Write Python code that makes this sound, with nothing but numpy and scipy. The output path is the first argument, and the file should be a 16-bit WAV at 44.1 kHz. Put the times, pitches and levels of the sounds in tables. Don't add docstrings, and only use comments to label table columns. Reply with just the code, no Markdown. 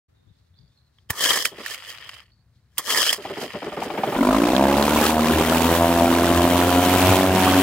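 import sys
import numpy as np
from scipy import signal
from scipy.fft import rfft, irfft, next_fast_len
from scipy.io import wavfile

SR = 44100
rng = np.random.default_rng(int(sys.argv[2]) if len(sys.argv) > 2 else 0)


def to_wav(sig):
    pcm = np.clip(np.atleast_2d(sig), -1, 1) * 32767
    pcm = np.round(pcm).astype(np.int16)
    wavfile.write(sys.argv[1], SR, pcm.T)


N = 336042


def amp(db):
    return 10 ** (np.asarray(db) / 20)


def rms_one(x):
    return x / np.sqrt(np.mean(x ** 2) + 1e-20)


def noise():
    return rng.standard_normal(N)


def high_pass(x, hz):
    return signal.sosfilt(signal.butter(2, hz, "high", fs=SR, output="sos"), x)


def low_pass(x, hz):
    return signal.sosfilt(signal.butter(2, hz, fs=SR, output="sos"), x)


def in_time(rows, outside=None):
    s, *columns = np.transpose(rows)
    return [np.interp(np.arange(N) / SR, s, c, outside, outside) for c in columns]


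def at_hz(points, hz):
    table_hz, level_db = np.array(points).T
    return np.interp(np.log(hz + 1), np.log(table_hz), level_db)


def drift(rate):
    r = np.exp(-80 * np.pi * rate / SR)
    steps = rng.standard_normal(N // 40 + 2002)
    slow = signal.lfilter([1], [1, -2 * r, r * r], steps)[2000:]
    return np.interp(np.arange(N) / 40, np.arange(len(slow)), rms_one(slow))


def filter_by(x, spectrum):
    return irfft(rfft(x) * amp(at_hz(spectrum, np.fft.rfftfreq(N, 1 / SR))), N)


def colour(x, spectrum):
    return rms_one(filter_by(x, spectrum))


def resonate(x, hz, width):
    r = np.exp(-np.pi * width / SR)
    top = np.array([1, 0, -1]) * (1 - r * r) / 2
    return signal.lfilter(top, [1, -2 * r * np.cos(2 * np.pi * hz / SR), r * r], x + 1e-18)


def grains(per_s, spread_db):
    sizes = amp(spread_db * np.minimum(rng.exponential(1, N), 4)) * rng.choice([-1, 1], N)
    return sizes * (rng.random(N) < per_s / SR)


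def puffs(events, t60_s, rise_s=0.000055):
    clicks = np.full(N, 1e-18)
    start_s, level_db = np.array(events).T
    clicks[(start_s * SR).astype(int)] = amp(level_db)
    dying = signal.lfilter([1], [1, -amp(-60 / (t60_s * SR))], clicks)
    r = np.exp(-1 / (rise_s * SR))
    return signal.lfilter([1 - r], [1, -r], dying) * noise()


def swell(full_s, end_s, db, rise, fall, sag=0.0, hold_s=0.0):
    t = np.arange(N) / SR
    rising = rise * np.maximum(full_s - t, 0)
    sagging = sag * np.maximum(t - full_s - hold_s, 0)
    return db - rising - sagging - fall * np.maximum(t - end_s, 0)


# pitch_hz, level_db (relative)
YARD_SPECTRUM = [(88, -16), (1820, -17.5), (2960, -27), (13800, -36.5), (15800, -35)]
YARD_DB = -75


def yard():
    return amp(YARD_DB) * colour(noise(), YARD_SPECTRUM)


# peak_s, level_db (before panning)
GUST_TABLE = [(0.28, -51.5), (0.62, -53.5)]
BREEZE_DB, GUST_DB_PER_S = -60.5, 148


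def breeze():
    gusts = [swell(s, s, db, GUST_DB_PER_S, GUST_DB_PER_S) for s, db in GUST_TABLE]
    level_db = np.max([np.full(N, BREEZE_DB)] + gusts, axis=0)
    lumps = rng.standard_normal((3, N)) * amp(2.0 * drift(23))
    lumps = signal.sosfilt(signal.butter(2, [60, 130], "band", fs=SR, output="sos"), lumps)
    pan_db = 0.63 * np.maximum(level_db + 63.0, 0) * [[1], [-1]]
    return amp(level_db + pan_db) * rms_one(lumps[0] + .1 * lumps[1:])


# start_s, length_s, first_hz, last_hz, level_db
CHIRPS = [(0.134, 0.088, 3600, 3840, -74), (0.249, 0.1, 3720, 3500, -76), (0.518, 0.098, 3880, 3400, -73),
          (0.544, 0.058, 3600, 5030, -68), (0.687, .06, 3700, 3440, -78), (0.745, 0.071, 4350, 3800, -74),
          (2.218, 0.04, 4250, 4750, -69), (2.297, 0.05, 4120, 4700, -71.5)]


def birds():
    out = np.zeros(N)
    for s, length, first, last, db in CHIRPS:
        i, t = int(s * SR), np.arange(int(length * SR)) / SR
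        span = slice(i, i + len(t))
        hz = first + (last - first) * t / length + 110 * drift(63)[span]
        tone = np.sin(2 * np.pi * np.cumsum(hz) / SR)
        out[span] += amp(db + 6.8 * drift(120)[span]) * np.sin(np.pi * t / length) * tone
    lags_s = rng.uniform(.015, .15, size=12)
    out = out + sum(amp(-10 - 60 * lag) * np.roll(out, int(lag * SR)) for lag in lags_s)
    return out + amp(-82.5 + 4 * drift(8)) * rms_one(resonate(noise(), 4100, 990))


# pitch_hz, width_hz, level_db (relative)
HOUSING_MODES = [(1127, 770, 3), (1400, 2400, 1.5), (1780, 360, 8), (2910, 1320, -2), (3230, 210, 10.5),
                 (4740, 92, -2), (5130, 340, -2)]


def housing(x, tilt_db=0.0):
    out = 0
    for k, (hz, width, db) in enumerate(HOUSING_MODES):
        for side in (-1, 1):
            struck = x * amp(db - 11 + tilt_db * np.log2(hz / 2000) + 3.0 * drift(30))
            out = out + (-1) ** k * resonate(struck, hz * (1 + .025 * side), .6 * width)
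    return out


# start_s, level_db (relative), brightness_db (snap against the knock)
KNOCK_TABLE = [(0.9845, -51, -21), (1.1034, -17, 2), (1.4534, -12, -5), (1.661, -23, -7.5),
               (1.699, -33, -10), (1.744, -22, -12), (1.948, -28, -22), (2.092, -22.5, -34),
               (2.7739, -33, -9), (2.7805, -16, 6.5), (3.1285, -12.5, -5.5)]
# start_s, level_db (relative)
STAND_JOLT = [(1.1, -24)]


def knocks():
    snap = puffs([(s, db + bright) for s, db, bright in KNOCK_TABLE], t60_s=.03, rise_s=.001)
    crack = puffs([row[:2] for row in KNOCK_TABLE], t60_s=0.018, rise_s=0.0002)
    thud = amp(24.5) * resonate(puffs(STAND_JOLT, t60_s=0.043), 83, 80)
    return amp(12) * housing(crack) + high_pass(snap, 5000) + thud


# grab_s (pawl grabs), full_s (full speed), end_s (rope ends), level_db, slowing_db_per_s
ROPE_PULLS = [(1.1, 1.231, 1.428, -20.5, 79.5), (2.785, 2.906, 3.105, -22, 34)]
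PULL_RISE_DB_PER_S, PULL_HOLD_S, PULL_STOP_DB_PER_S = 306.5, 0.084, 598
GRAB_DB, GRAB_FALL_DB_PER_S = -31.5, 545.5
CLACK_AFTER_S, CLACK_RATTLE_DB, CLACK_FALL_DB_PER_S = 0.023, -25.5, 457
# full_s (under way), end_s (home), level_db, slowing_db_per_s
ROPE_REWINDS = [(1.593, 2.191, -46, 7.5), (3.246, 4.192, -45.5, 5)]
REWIND_RISE_DB_PER_S, REWIND_STOP_DB_PER_S = 202, 238
# peak_s, level_db (of the hiss)
AIR_WHEEZES = [(1.721, -35), (1.905, -41.5), (3.434, -39.5), (3.84, -44.5)]
WHEEZE_RISE_DB_PER_S, WHEEZE_FALL_DB_PER_S, WHEEZE_RATTLE_DB = 310, 473, -3
# pitch_hz, level_db (relative)
HISS_SPECTRUM = [(2350, -4.5), (4400, -1.5), (15800, -14.5)]
PULL_HISS_DB, REWIND_HISS_DB = -1, -8
RATCHET_PER_S, RATCHET_DB = 260, 2.0
COLOUR_CLIMB_DB_PER_S = 28.5


def starter():
    t = np.arange(N) / SR
    pulls = [swell(full, end, db, PULL_RISE_DB_PER_S, PULL_STOP_DB_PER_S, sag, PULL_HOLD_S)
             for _, full, end, db, sag in ROPE_PULLS]
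    grabs = [swell(grab, grab, GRAB_DB, 5000, GRAB_FALL_DB_PER_S) for grab, *_ in ROPE_PULLS]
    clack_s = [end + CLACK_AFTER_S for _, _, end, *_ in ROPE_PULLS]
    clacks = [swell(s, s, CLACK_RATTLE_DB, 3700, CLACK_FALL_DB_PER_S) for s in clack_s]
    rewinds = [swell(s, end, db, REWIND_RISE_DB_PER_S, REWIND_STOP_DB_PER_S, sag)
               for s, end, db, sag in ROPE_REWINDS]
    wheezes = [swell(s, s, db, WHEEZE_RISE_DB_PER_S, WHEEZE_FALL_DB_PER_S) for s, db in AIR_WHEEZES]

    pull = amp(pulls + grabs + clacks).sum(axis=0) * (t > ROPE_PULLS[0][0] - .01)
    rewind, wheeze = amp(rewinds).sum(axis=0), amp(wheezes).sum(axis=0)
    gear = pull + rewind + amp(WHEEZE_RATTLE_DB) * wheeze
    air = amp(PULL_HISS_DB) * pull + amp(REWIND_HISS_DB) * rewind + wheeze

    teeth = rms_one(grains(1300 * amp(3.5 * drift(40)), spread_db=3.5)) + .6 * noise()
    hiss = high_pass(colour(noise() * amp(3.8 * drift(53)) + 4.0 * teeth, HISS_SPECTRUM), 3800)
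    loose = low_pass(grains(RATCHET_PER_S, spread_db=2.6), 4500)
    ratchet = amp(RATCHET_DB) * rewind * rms_one(housing(loose))
    climb = sum(COLOUR_CLIMB_DB_PER_S * (t - full - .08) * (t > grab) * (t < end)
                for grab, full, end, *_ in ROPE_PULLS)
    rattle = gear * rms_one(housing(teeth, climb))
    growl = amp(-12.0) * gear ** 0.94 * rms_one(resonate(teeth, 530, 360))
    rasp = amp(-1.5) * pull * rms_one(resonate(teeth, 2200, 3000))
    return rasp + growl + rattle + ratchet + air * rms_one(hiss)


# pitch_hz, level_db
PAWL_MODES = [(5200, -18.5), (7050, -25.5), (8790, -23.5), (11580, -43)]
PAWL_T60_S = 0.044


def pawl():
    out, t = np.zeros(N), np.arange(SR // 5) / SR
    ring = sum(amp(db - 60 * t / PAWL_T60_S) * np.sin(2 * np.pi * hz * t) for hz, db in PAWL_MODES)
    for _, _, end, *_ in ROPE_PULLS:
        i = int((end + CLACK_AFTER_S) * SR)
        out[i:i + len(t)] += ring
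    return out


# start_s, level_db (relative), bark_db (against that level)
CHUG_TABLE = [(1.512, -15.5, -25), (1.581, -14.5, -31), (3.176, -11.5, -37), (3.247, -9.5, -7.5),
              (3.293, -7, -29), (3.365, -6.5, -15), (3.413, -4, -16), (3.537, -4.5, -33), (3.619, -6, -12),
              (3.662, -6, -18), (3.718, -9, -8), (3.768, -2.5, -12), (3.817, -8.5, -2.5), (3.852, -5, -29),
              (3.9, -11, -1.5), (3.934, -4, -20), (3.975, -1, -8), (4.032, -4, -1.5), (4.067, 1, -32),
              (4.121, -5.5, -5.5), (4.145, -1, -9.5)]
# pitch_hz, width_hz, level_db (relative)
LEG_MODES = [(247, 115, -18.5), (378, 105, -12.5), (584, 26, -13.5), (780, 162, 0), (1185, 27, -10),
             (2220, 330, -16)]


def chugs():
    dull = puffs([row[:2] for row in CHUG_TABLE], t60_s=0.16, rise_s=0.008)
    sharp = puffs([(s, db + bark) for s, db, bark in CHUG_TABLE], t60_s=0.055, rise_s=0.003)
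    out = sum(amp(db + 11.5) * resonate(dull if hz < 700 else sharp, hz, width)
              for hz, width, db in LEG_MODES)
    return low_pass(out, 2500)


# pitch_hz, level_db (relative)
SPRAY_SPECTRUM = [(1200, 9.5), (2080, 0.5), (3130, 0.5), (4980, -9), (15800, -7.5)]


def spray(gate):
    drops = rms_one(grains(900 * gate ** 2 * amp(4.0 * drift(20)), spread_db=6))
    hiss = noise() * amp(1.2 * drift(30)) * gate ** .5
    wet = colour(amp(-5.0) * resonate(drops, 3500, 6000) + rms_one(hiss), SPRAY_SPECTRUM)
    return rms_one(high_pass(wet, 1400))


def bursts(at, modes, uneven_db, rise_s):
    out, t = np.zeros(N + 2048), np.arange(2048) / SR
    for hz, t60, level_db, wander in modes:
        pitch = hz * np.exp(wander * drift(3.17)[at])
        uneven = drift(28.0)[at] + rng.standard_normal(len(at))
        gain = amp(level_db + uneven_db * uneven)
        for i, f, g, rise in zip(at, pitch, gain, rise_s + 0 * pitch):
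            shape = amp(-60 * t / (t60 + 6 * rise)) * (1 - np.exp(-t / rise))
            out[i:i + 2048] -= g * shape * np.sin(2 * np.pi * f * t)
    return out[:N] / np.std(out[at[0]:N])


def late(at, spread_s):
    delay = (spread_s * SR * np.abs(rng.standard_normal(len(at)))).astype(int)
    return np.clip(at + delay, 0, N - 1)


# time_s, level_db
HUM_LEVEL = [(4.15, -47), (4.45, -39.5), (5.5, -31), (6.3, -29.5), (6.85, -30), (7.08, -22.5), (7.24, -37),
             (7.33, -26.5), (7.62, -32)]


def block_hum(cycles):
    level = amp(in_time(HUM_LEVEL, -120)[0]) * amp(3.0 * drift(10))
    return np.sqrt(2) * level * np.sin(2 * np.pi * cycles + .5 * drift(8))


def froth_roar(at, gate, roar_db):
    fade_in = np.clip((np.arange(N) - at[0]) / (.15 * SR), 0, 1)
    roar = noise() * gate * amp(1.3 * drift(37.0)) * fade_in
    low = amp(roar_db - 12.5) * rms_one(resonate(roar, 270, 280))
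    high = resonate(roar, 592, 520) - amp(-4.0) * resonate(roar, 1100, 600)
    return low, amp(roar_db - 14.0) * rms_one(high)


GULP_HZ, GULP_OCTAVES, GULP_CYCLES, GULP_DB = 850, 2.1, 20, -15


def gulps(at):
    out, t = np.zeros(N + 1024), np.arange(1024) / SR
    for i, (smallness, luck, wait) in zip(at, rng.random((len(at), 3))):
        hz = GULP_HZ * 2 ** (GULP_OCTAVES * smallness)
        i = i + int(wait * .008 * SR)
        if i < N:
            level = amp(12.0 * luck - 2.0 * smallness - 60 * t * hz / GULP_CYCLES)
            tone = np.sin(2 * np.pi * hz * t * (1 + 7.4 * t))
            out[i:i + 1024] += level * (1 - np.exp(-t / 0.0024)) * tone
    return out[:N] / np.std(out[at[0]:N])


# pitch_hz, ring_s, level_db (relative), wander_share (of the pitch)
OUTLET_NOTE = [(690, .026, 0, .02)]
# time_s, level_db
HONK_LEVEL = [(4.15, -38.5), (4.61, -22), (5.1, -40.5), (5.145, -18), (5.19, -21), (5.23, -32), (5.76, -33),
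              (5.81, -20.5), (5.92, -26.5), (6.03, -18.5), (6.12, -36), (6.2, -27), (7.62, -23.5)]


def honk(at):
    return amp(in_time(HONK_LEVEL, -120)[0]) * bursts(at, OUTLET_NOTE, uneven_db=1.5, rise_s=0.0004)


# pitch_hz, ring_s, level_db (relative), wander_share (of the pitch)
TICK_MODES = [(2550, .004, -2, .04), (2950, .005, 0, .03), (3250, .008, -1, .015)]
# time_s, level_db (before the top is dulled)
TICK_CURVE = [(4.15, -42), (5.06, -37), (5.17, -46), (5.4, -36), (5.85, -52), (6.4, -42), (6.8, -31),
              (7.08, -27), (7.25, -39), (7.42, -30), (7.62, -30)]


def piston_ticks(at, cycles):
    uneven_pair = amp(2.0 * np.cos(np.pi * np.floor(cycles)))
    tick = bursts(late(at, .00015), TICK_MODES, uneven_db=1.0, rise_s=.0002) * uneven_pair
    tick = np.roll(tick, 200)
    tick = signal.sosfilt(signal.cheby2(6, 25, 3600, fs=SR, output="sos"), tick)
    return amp(in_time(TICK_CURVE, -120)[0]) * tick


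# time_s, firings_per_s
FIRING_RATE = [(4.15, 43.6), (4.22, 47.5), (4.33, 53.3), (4.49, 60.9), (4.58, 66.5), (4.7, 69.8),
               (5.11, 78.1), (5.4, 78.9), (5.49, 81.4), (5.85, 85.2), (6.26, 85.4), (6.91, 90.1),
               (7.22, 93.9), (7.45, 92.6), (7.62, 92.5)]
# time_s, level_db (before SPRAY_OVER_FROTH_DB)
FROTH_LEVEL = [(3.7, -65), (4.05, -47.5), (4.26, -41.5), (4.68, -38.5), (5.07, -28), (5.17, -37.5),
               (5.25, -34.5), (5.77, -30), (5.85, -34.5), (6.8, -31), (7.12, -27), (7.32, -36),
               (7.4, -29.5), (7.62, -30)]
# time_s, boom_db, bark_db (relative to the boom: high when the outlet lies open)
EXHAUST_LEVEL = [(4.16, -12, -8.5), (4.33, -16.5, -2.5), (4.46, -17, -8.5), (4.63, -16.5, -2.5),
                 (4.72, -17, -4), (5.08, -21.5, -9), (5.17, -23.5, -1.5), (5.24, -19, -9.5),
                 (5.4, -18.5, -7), (5.84, -23.5, 0), (5.97, -21, -4.5), (6.15, -19.5, -8.5),
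                 (6.38, -20, -5), (6.46, -20.5, -4), (7.1, -22, -4.5), (7.39, -19.5, -7),
                 (7.62, -21, -10.5)]
# pitch_hz, ring_s, level_db (relative), wander_share (of the pitch)
BOOM_MODES = [(225, .035, -6, .09), (270, .05, 0, .07), (340, .035, -3, .07)]
BARK_MODES = [(590, .03, -2, .06), (950, .025, -3, .06), (1400, .012, -8, .08)]
POP_MODES = [(560, 0.003, 0, 0.1)]
POP_DB, POP_SHARE = 4, 1
# time_s, extra_db
CLEAR_FIRINGS = [(4.344, 4), (5.408, 11)]
FULL_RATE, FULL_FROTH_DB, FROTH_DB_PER_OCTAVE = 112, -30.5, 5.5
SPRAY_OVER_FROTH_DB = 5
ROAR_SHARE, OPEN_ROAR_SHARE = .7, -.6


def engine():
    rate = in_time(FIRING_RATE, 0)[0]
    octaves = np.log2(np.maximum(rate, FIRING_RATE[0][1]) / FULL_RATE)
    froth_db = in_time(FROTH_LEVEL, -120)[0]
    boom_db, open_db = in_time(EXHAUST_LEVEL)
    usual_db = FULL_FROTH_DB + FROTH_DB_PER_OCTAVE * octaves
    extra_db = (froth_db - usual_db) * (rate > 0)
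    roar_db = ROAR_SHARE * extra_db + OPEN_ROAR_SHARE * open_db

    cycles = np.cumsum(rate) / SR + .4
    at = np.flatnonzero(np.diff(np.floor(cycles)))
    gate = amp(-13.0 * (cycles % 1))
    ragged = np.clip(1 + .08 * (extra_db - open_db), .35, 1.6)[at]

    low, high = froth_roar(at, gate, roar_db)
    boom_rise_s = .0006 * 2 ** (-1.9 * octaves[at])
    boom = bursts(late(at, .0001), BOOM_MODES, 1.4 * ragged, boom_rise_s) + low
    boom = high_pass(boom, 150)
    bark_rise_s = .0001 * 2 ** (-2.5 * octaves[at])
    bark = amp(-1.5) * bursts(late(at, .00008), BARK_MODES, 1.7 * ragged, bark_rise_s) + high
    pop = bursts(at, POP_MODES, uneven_db=2.9 * ragged, rise_s=.0001)
    pop = amp(POP_DB + POP_SHARE * open_db + 3.5 * octaves) * pop
    hard_db = sum(db * (np.floor(cycles) == np.round(cycles[int(s * SR)])) for s, db in CLEAR_FIRINGS)
    bubbling = amp(GULP_DB + roar_db) * gulps(at)
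    exhaust = amp(boom_db) * (boom + amp(open_db + hard_db) * (bark + pop) + bubbling) + honk(at)
    thrown = amp(froth_db + SPRAY_OVER_FROTH_DB) * spray(gate)
    return block_hum(cycles) + exhaust + piston_ticks(at, cycles) + thrown


# start_s, level_db (relative), pitch_hz
TUB_SLAPS = [(4.565, -12, 3220), (4.826, -11, 3670), (5.065, -17, 4500), (5.6185, -18, 6550),
             (6.23, -23, 11100)]


def slaps():
    return sum(amp(12.0) * resonate(puffs([(s, db)], t60_s=0.0077), hz, 0.2 * hz)
               for s, db, hz in TUB_SLAPS)


# pitch_hz, side_db (side relative to the middle)
SIDE_WIDTH = [(60, -51), (240, -24.5), (950, -13), (3770, -0.5)]


def ports(x):
    whole = signal.hilbert(x, next_fast_len(N))[:N]
    side = np.real(whole * np.exp(1j * (np.pi / 2 + 1.6 * drift(150))))
    side = filter_by(side, SIDE_WIDTH)
    return np.array([x + side, x - side])


def scene():
    before = yard() + birds() + knocks() + starter() + pawl()
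    return ports(before + chugs() + engine() + slaps()) + breeze()


START_S, CUTOFF_HZ = 0.081, 15800


def record(dry):
    opened = np.clip((np.arange(N) / SR - START_S) / .01, 0, 1)
    dry = high_pass(dry * opened, 35)
    rounded = .85 * np.tanh(dry / .85)
    return signal.sosfilt(signal.ellip(12, .5, 70, CUTOFF_HZ, fs=SR, output="sos"), rounded)


dry = scene()
out = record(dry)
to_wav(out)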